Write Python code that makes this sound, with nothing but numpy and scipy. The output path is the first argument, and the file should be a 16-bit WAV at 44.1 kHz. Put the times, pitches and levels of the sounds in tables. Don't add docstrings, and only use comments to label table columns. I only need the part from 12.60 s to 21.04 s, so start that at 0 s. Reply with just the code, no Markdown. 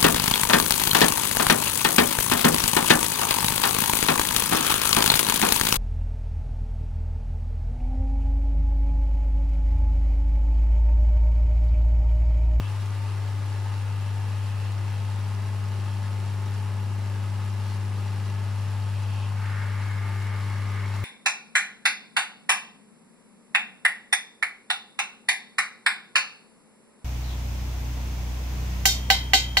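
import sys
import numpy as np
from scipy import signal
from scipy.fft import rfft, irfft
from scipy.io import wavfile

SR = 44100
rng = np.random.default_rng(int(sys.argv[2]) if len(sys.argv) > 2 else 0)


def put_to_file(sound):
    columns = np.atleast_2d(sound).T
    safe = np.clip(columns, -1, 1)
    whole_steps = np.round(safe * 32767)
    wavfile.write(sys.argv[1], SR, whole_steps.astype(np.int16))


N = 372204
TIME = np.arange(N) / SR
FREQS = np.arange(N // 2 + 1) * SR / N + 1e-6
MAINS_HZ = 50


def amp(db):
    return 10 ** (np.asarray(db) / 20)


def curve(rows):
    return amp(np.interp(TIME, *np.transpose(rows)))


def colour(points, hz=FREQS):
    point_hz, db = np.transpose(points)
    return amp(np.interp(np.log(hz), np.log(point_hz), db))


def unit(x):
    return x / np.sqrt(np.mean(x ** 2))


def walk(rate_hz):
    slowing = (1 + (FREQS / rate_hz) ** 2) ** 2
    return unit(irfft(rfft(rng.standard_normal(N)) / slowing, N))


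def bump(peak_s, half_s):
    return np.exp(-((TIME - peak_s) / half_s) ** 2)


def swells(rows):
    return amp(sum(db * bump(at, half) for at, half, db in rows))


def settle(start_s, rise_s):
    return 1 - np.exp(-np.maximum(TIME - start_s, 0) / rise_s)


def resonance(hz, width_hz):
    return 1 / (1 + 1j * (FREQS / hz - hz / FREQS) * hz / width_hz)


def modes(rows):
    return sum(amp(db) * resonance(hz, width) * np.abs(resonance(hz, 2 * width)) for hz, width, db in rows)


def tone(cycles, waver=0, waver_hz=5.1):
    wander = 1 + waver * (walk(waver_hz) + 1j * walk(waver_hz))
    wander = wander / np.sqrt(1 + 2 * waver ** 2)
    return np.sqrt(2) * np.real(wander * np.exp(2j * np.pi * cycles))


def rotor_tone(hz, turns, waver, waver_hz):
    cycles_per_turn = round(2 * hz / MAINS_HZ) / 2
    return tone(cycles_per_turn * turns + rng.random(), waver, waver_hz)


# frequency in Hz, level in dB.
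DIFFUSE_ROOM = [(40, -20.5), (130, -15.5), (260, -3), (500, -5), (1000, -11), (2000, -6.5), (4000, -5),
                (8000, -4.5), (12000, -0.5)]


def radiate(pair, response):
    direct, diffuse = rfft(pair) * response * np.sqrt(SR / 2)
    diffuse = diffuse * colour(DIFFUSE_ROOM)
    return irfft(np.array([direct + diffuse, direct - diffuse]), N)


def reflections(near_s=.002, far_s=.024, echo_db=-13, count=9):
    lags = near_s + (far_s - near_s) * (np.arange(count) + rng.random(count)) / count
    echoes = np.zeros(N)
    echoes[0] = 1
    echoes[np.maximum(lags * SR, 1).astype(int)] = amp(echo_db) * rng.choice([-1, 1], count)
    return rfft(echoes) / np.sqrt(np.sum(echoes ** 2))


# frequency in Hz, level in dB per Hz.
WATER_COLOUR = [(25, -99), (62, -77.5), (112, -72), (133, -68.5), (145, -73.5), (180, -73), (250, -76.5),
                (310, -80), (680, -80.5), (950, -80.5), (1200, -80), (2300, -86), (4400, -94), (7800, -100),
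                (10500, -100), (14000, -109), (15700, -109.5)]


def water(flicker_db=0.4):
    count = 9
    octaves = np.clip(np.log2(FREQS / MAINS_HZ), 0, count - 1)
    flow = rfft(radiate(rng.standard_normal((2, N)), colour(WATER_COLOUR) * reflections(echo_db=-17)))
    out = np.zeros((2, N))
    for k in range(count):
        band = irfft(flow * np.maximum(1 - np.abs(octaves - k), 0), N)
        out += band * amp(flicker_db * walk(8.4))
    return out


# peak in seconds, half length in seconds, rise in dB before the whole is scaled to rms 1.
FLOW_SWELLS = [(.3, 0.5, 1), (1.45, 0.17, -1), (1.9, 0.3, 1), (2.5, .1, 1), (3.2, 0.15, 2.5),
               (3.38, 0.081, -1), (3.65, 0.12, 1), (4.35, 0.26, -2), (5.02, 0.2, 1.6), (5.55, 0.1, 1),
               (6.4, 0.15, 2), (6.92, .06, 2.5), (7.22, 0.07, 3.5), (7.52, 0.07, 3.5), (8.1, 0.2, 3.5),
               (8.38, 0.049, 3.5)]
FLOW_WANDER_DB, FLOW_WANDER_HZ = 1.16, 8


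def flow_strength():
    return unit(swells(FLOW_SWELLS) * amp(FLOW_WANDER_DB * walk(FLOW_WANDER_HZ)))


def fizz(rate=130, cycles=4.7, fizz_db=-66.5, low_hz=4500, high_hz=12500):
    out = np.zeros((2, N + 256))
    t = np.arange(256) / SR
    for when, pitch, size, left, right in rng.random((int(rate * N / SR), 5)):
        hz = low_hz + (high_hz - low_hz) * pitch
        decay = np.exp(-t * hz / cycles)
        ping = size ** 3 / hz * decay * np.sin(2 * np.pi * (hz * t + np.array([[left], [right]])))
        start = int(when * N)
        out[:, start:start + len(t)] += ping
    return amp(fizz_db) * unit(out[:, :N])


# start in seconds, level at the start in dB.
HARD_CONTACTS = [(1.58, -47), (2.12, -43), (3.43, -45), (3.61, -46), (3.91, -44), (4.55, -48), (5.41, -44),
                 (7.289, -46), (7.429, -47), (7.67, -44), (8.39, -47)]
KNOCK_DECAY_S, KNOCK_HZ, KNOCK_WIDTH_HZ = 0.00077, 7000, 6500


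def knocks():
    force = sum(amp(db) * (TIME >= at) * (1 - settle(at, KNOCK_DECAY_S)) for at, db in HARD_CONTACTS)
    return force * unit(radiate(rng.standard_normal((2, N)), resonance(KNOCK_HZ, KNOCK_WIDTH_HZ) ** 2))


def chatter(turns, repeat, renew_hz=1.24, count=3):
    size = int(2 * SR / MAINS_HZ)
    place = np.round(turns / 2 * size).astype(int) % size
    weights = np.array([walk(renew_hz) for _ in range(count)])
    weights = weights / np.sqrt(np.sum(weights ** 2, axis=0))
    loop = sum(weight * rng.standard_normal((2, size))[:, place] for weight in weights)
    return np.sqrt(repeat) * loop + np.sqrt(1 - repeat) * rng.standard_normal((2, N))


# start in seconds, end in seconds, build-up in seconds, level in dB per Hz before the seat.
SCRAPE_TIMES = [(-.1, .075, .05, -76), (1.3, 1.52, .06, -83), (1.65, 2.1, 0.16, -83),
                (2.18, 2.46, 0.065, -85), (3.242, 3.384, 0.022, -84.5), (6.28, 6.677, 0.26, -77.5)]
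SCRAPE_RELEASE_S = 0.022
# frequency in Hz, width in Hz before steepening, gain in dB.
SEAT_MODES = [(2540, 60, -8), (2680, 154, 0.5), (3080, 480, -5.5)]


def scrape(turns):
    strength = np.zeros(N)
    for start, end, build, db in SCRAPE_TIMES:
        rise = np.clip((TIME - start) / build, 0, 1)
        strength += amp(db) * rise * (1 - settle(end, SCRAPE_RELEASE_S))
    return strength * radiate(chatter(turns, repeat=0.35), modes(SEAT_MODES))


# frequency in Hz, level in dB per Hz before the rub gain and the pressure.
RUB_COLOUR = [(700, -100), (1000, -80), (1250, -81.5), (1600, -76.5), (1900, -80.5), (2080, -77.5),
              (2280, -76.5), (2480, -91), (3500, -94), (6000, -130)]
# peak in seconds, half length in seconds, rise in dB.
PRESSURE_SURGES = [(6.88, .04, 1), (7.0, 0.042, 3), (7.2, .05, 0), (7.34, 0.064, 3), (7.56, 0.05, -0.5),
                   (7.7, 0.065, 2.2), (7.85, .07, -1.5), (8.16, 0.06, 2.5), (8.33, .08, 0)]
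# frequency in Hz, put on the nearest multiple of half the mains rate, level in dB before the whine gain.
WHINE_TONES = [(1100, -61), (1200, -55), (1250, -64), (1275, -66), (1375, -66), (1475, -69), (1825, -62),
               (2050, -63), (2150, -62), (2250, -69)]
RASP_START_S, RASP_ATTACK_S, RUB_DB = 6.73, 0.13, -0.1
HOWL_DB, HOWL_HZ, HOWL_WIDTH_HZ = -72, 1530, 560
HOWL_HOLD_S, HOWL_FALL_DB_PER_S = 0.3, 40
WHINE_DB, WHINE_RISE_S = 4, 0.08


def rasp(turns):
    age = TIME - RASP_START_S
    pressure = np.clip(age / RASP_ATTACK_S, 0, 1) * swells(PRESSURE_SURGES) * amp(0.99 * walk(14))
    rub = amp(RUB_DB) * radiate(chatter(turns, repeat=0.37, renew_hz=3.2), colour(RUB_COLOUR))
    howl_db = HOWL_DB - HOWL_FALL_DB_PER_S * np.maximum(age - HOWL_HOLD_S, 0)
    howl = amp(howl_db) * radiate(chatter(turns, repeat=0.092), resonance(HOWL_HZ, HOWL_WIDTH_HZ) ** 2)
    whine = sum(amp(db) * rotor_tone(hz, turns, waver=0.3, waver_hz=10) for hz, db in WHINE_TONES)
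    return pressure * (rub + howl) + amp(WHINE_DB) * settle(RASP_START_S, WHINE_RISE_S) * whine


# place in the turn from 0 to 1, width in turns, strength in dB against the other contacts.
TURN_CONTACTS = [(.06, 0.045, -10.5), (.19, .04, -7), (.31, 0.041, -5), (.41, 0.048, -5.5), (.67, .04, -10),
                 (.83, .055, -2.5), (.95, 0.082, -11.5)]


def contacts(turns):
    power = np.zeros(N)
    for at, width, db in TURN_CONTACTS:
        distance = (turns - at + .5) % 1 - .5
        power += amp(db) ** 2 * np.exp(-.5 * (distance / width) ** 2)
    return unit(np.sqrt(power))


# frequency in Hz, width in Hz before steepening, level in dB per Hz.
HOUSING_MODES = [(781, 11, -78.5), (846, 51, -74), (895, 38, -70), (950, 39, -79), (1065, 63, -77.5),
                 (1248, 49, -77), (1447, 30, -82), (1673, 52, -78.5), (2030, 73, -84.5), (2743, 360, -85.5),
                 (3950, 230, -93.5), (4560, 270, -93.5), (5290, 140, -89.5), (5780, 130, -88.5),
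                 (7230, 1100, -96.5), (8960, 900, -98)]
# frequency in Hz, level in dB per Hz before the flow gain.
SPRAY_COLOUR = [(300, -100), (1000, -87), (3300, -91), (4400, -91), (6300, -100), (8000, -102),
                (10500, -102), (14000, -115)]


def impeller(turns, flow):
    force = contacts(turns) * amp(1.14 * walk(80))
    ring = radiate(unit(force * chatter(turns, repeat=0.43, renew_hz=3.5)), modes(HOUSING_MODES))
    spray_response = colour(SPRAY_COLOUR) * reflections(echo_db=-9.0)
    spray = radiate(unit(force * chatter(turns, repeat=0.14)), spray_response)
    return ring + flow * spray


# time in seconds, strength in dB before the whole is scaled to rms 1.
CABINET_BUZZ = [(0, -5.5), (.95, 0.5), (1.2, -4), (1.9, -4), (2.5, -2.5), (2.8, 1.5), (3.7, .5), (4.4, 0),
                (5.0, 1), (5.6, 0.5), (6.4, -6.5), (7.2, -3), (7.5, -0.5), (8.44, 0)]
# frequency in Hz, level in dB before the common trim, dB gained per dB of cabinet buzz.
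PUMP_OVERTONES = [(150, -58, -1), (225, -63, 0), (250, -69, 0), (300, -61, 0.5), (350, -59, 1.1),
                  (375, -63.5, 1.2), (400, -62, 2), (425, -67, 1), (450, -66.5, 0), (475, -74, -1),
                  (500, -65, -0.5), (550, -65.5, 1), (600, -68.5, 0.8), (650, -68.5, 1.5), (900, -60, 0),
                  (1075, -64, -0.7), (1200, -62.5, -.5), (1275, -68, 0.5), (1425, -72, -1),
                  (1702, -65.5, 0.6), (2060, -68, 0), (2550, -69, -1), (2740, -71, -1.5)]
# frequency in Hz, level in dB.
OTHER_MOTORS = [(40.6, -55.5), (53.1, -59)]
HUM_DB, HUM_SAG_PER_DB, OCTAVE_FOLLOW_PER_DB = -27.5, 0.0956, 0.5
OCTAVE_FAINT_DB, OCTAVE_FULL_DB, OCTAVE_START_S, OCTAVE_RISE_S = -62.5, -49, 1.38, 0.7


def hum(turns, overtone_db=-0.8):
    buzz = unit(curve(CABINET_BUZZ))
    out = amp(HUM_DB) / buzz ** HUM_SAG_PER_DB * tone(2 * turns, waver=0.008)
    faint, full = amp(OCTAVE_FAINT_DB), amp(OCTAVE_FULL_DB)
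    octave = faint + (full - faint) * settle(OCTAVE_START_S, OCTAVE_RISE_S)
    out += octave * buzz ** OCTAVE_FOLLOW_PER_DB * tone(4 * turns + rng.random(), waver=0.046)
    for hz, db, follow in PUMP_OVERTONES:
        out += amp(overtone_db + db) * buzz ** follow * rotor_tone(hz, turns, waver=0.49, waver_hz=5.4)
    for hz, db in OTHER_MOTORS:
        out += amp(db) * tone(hz * TIME + rng.random(), waver=0.015)
    return out


# frequency in Hz, left gain minus right gain in dB.
LEFT_LEAN = [(100, 3.8), (500, 3), (1000, 3), (2000, 1), (4000, -.3), (10000, 0.3)]


def place(sound):
    lean = colour(LEFT_LEAN)
    return irfft(rfft(sound) * 2 * np.array([lean, np.ones_like(lean)]) / (1 + lean), N)


def scene():
    turns = MAINS_HZ * TIME - .19 + .006 * walk(.7)
    flow = flow_strength()
    pump = hum(turns) + impeller(turns, flow) + scrape(turns) + rasp(turns)
    outlet = water() + flow * fizz()
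    return place(pump + outlet + knocks())


TOP_HZ = 15720


def record(dry):
    low_pass = signal.ellip(14, .1, 80, TOP_HZ, fs=SR, output="sos")
    return signal.sosfilt(low_pass, dry)


dry = scene()
out = record(dry)
put_to_file(out)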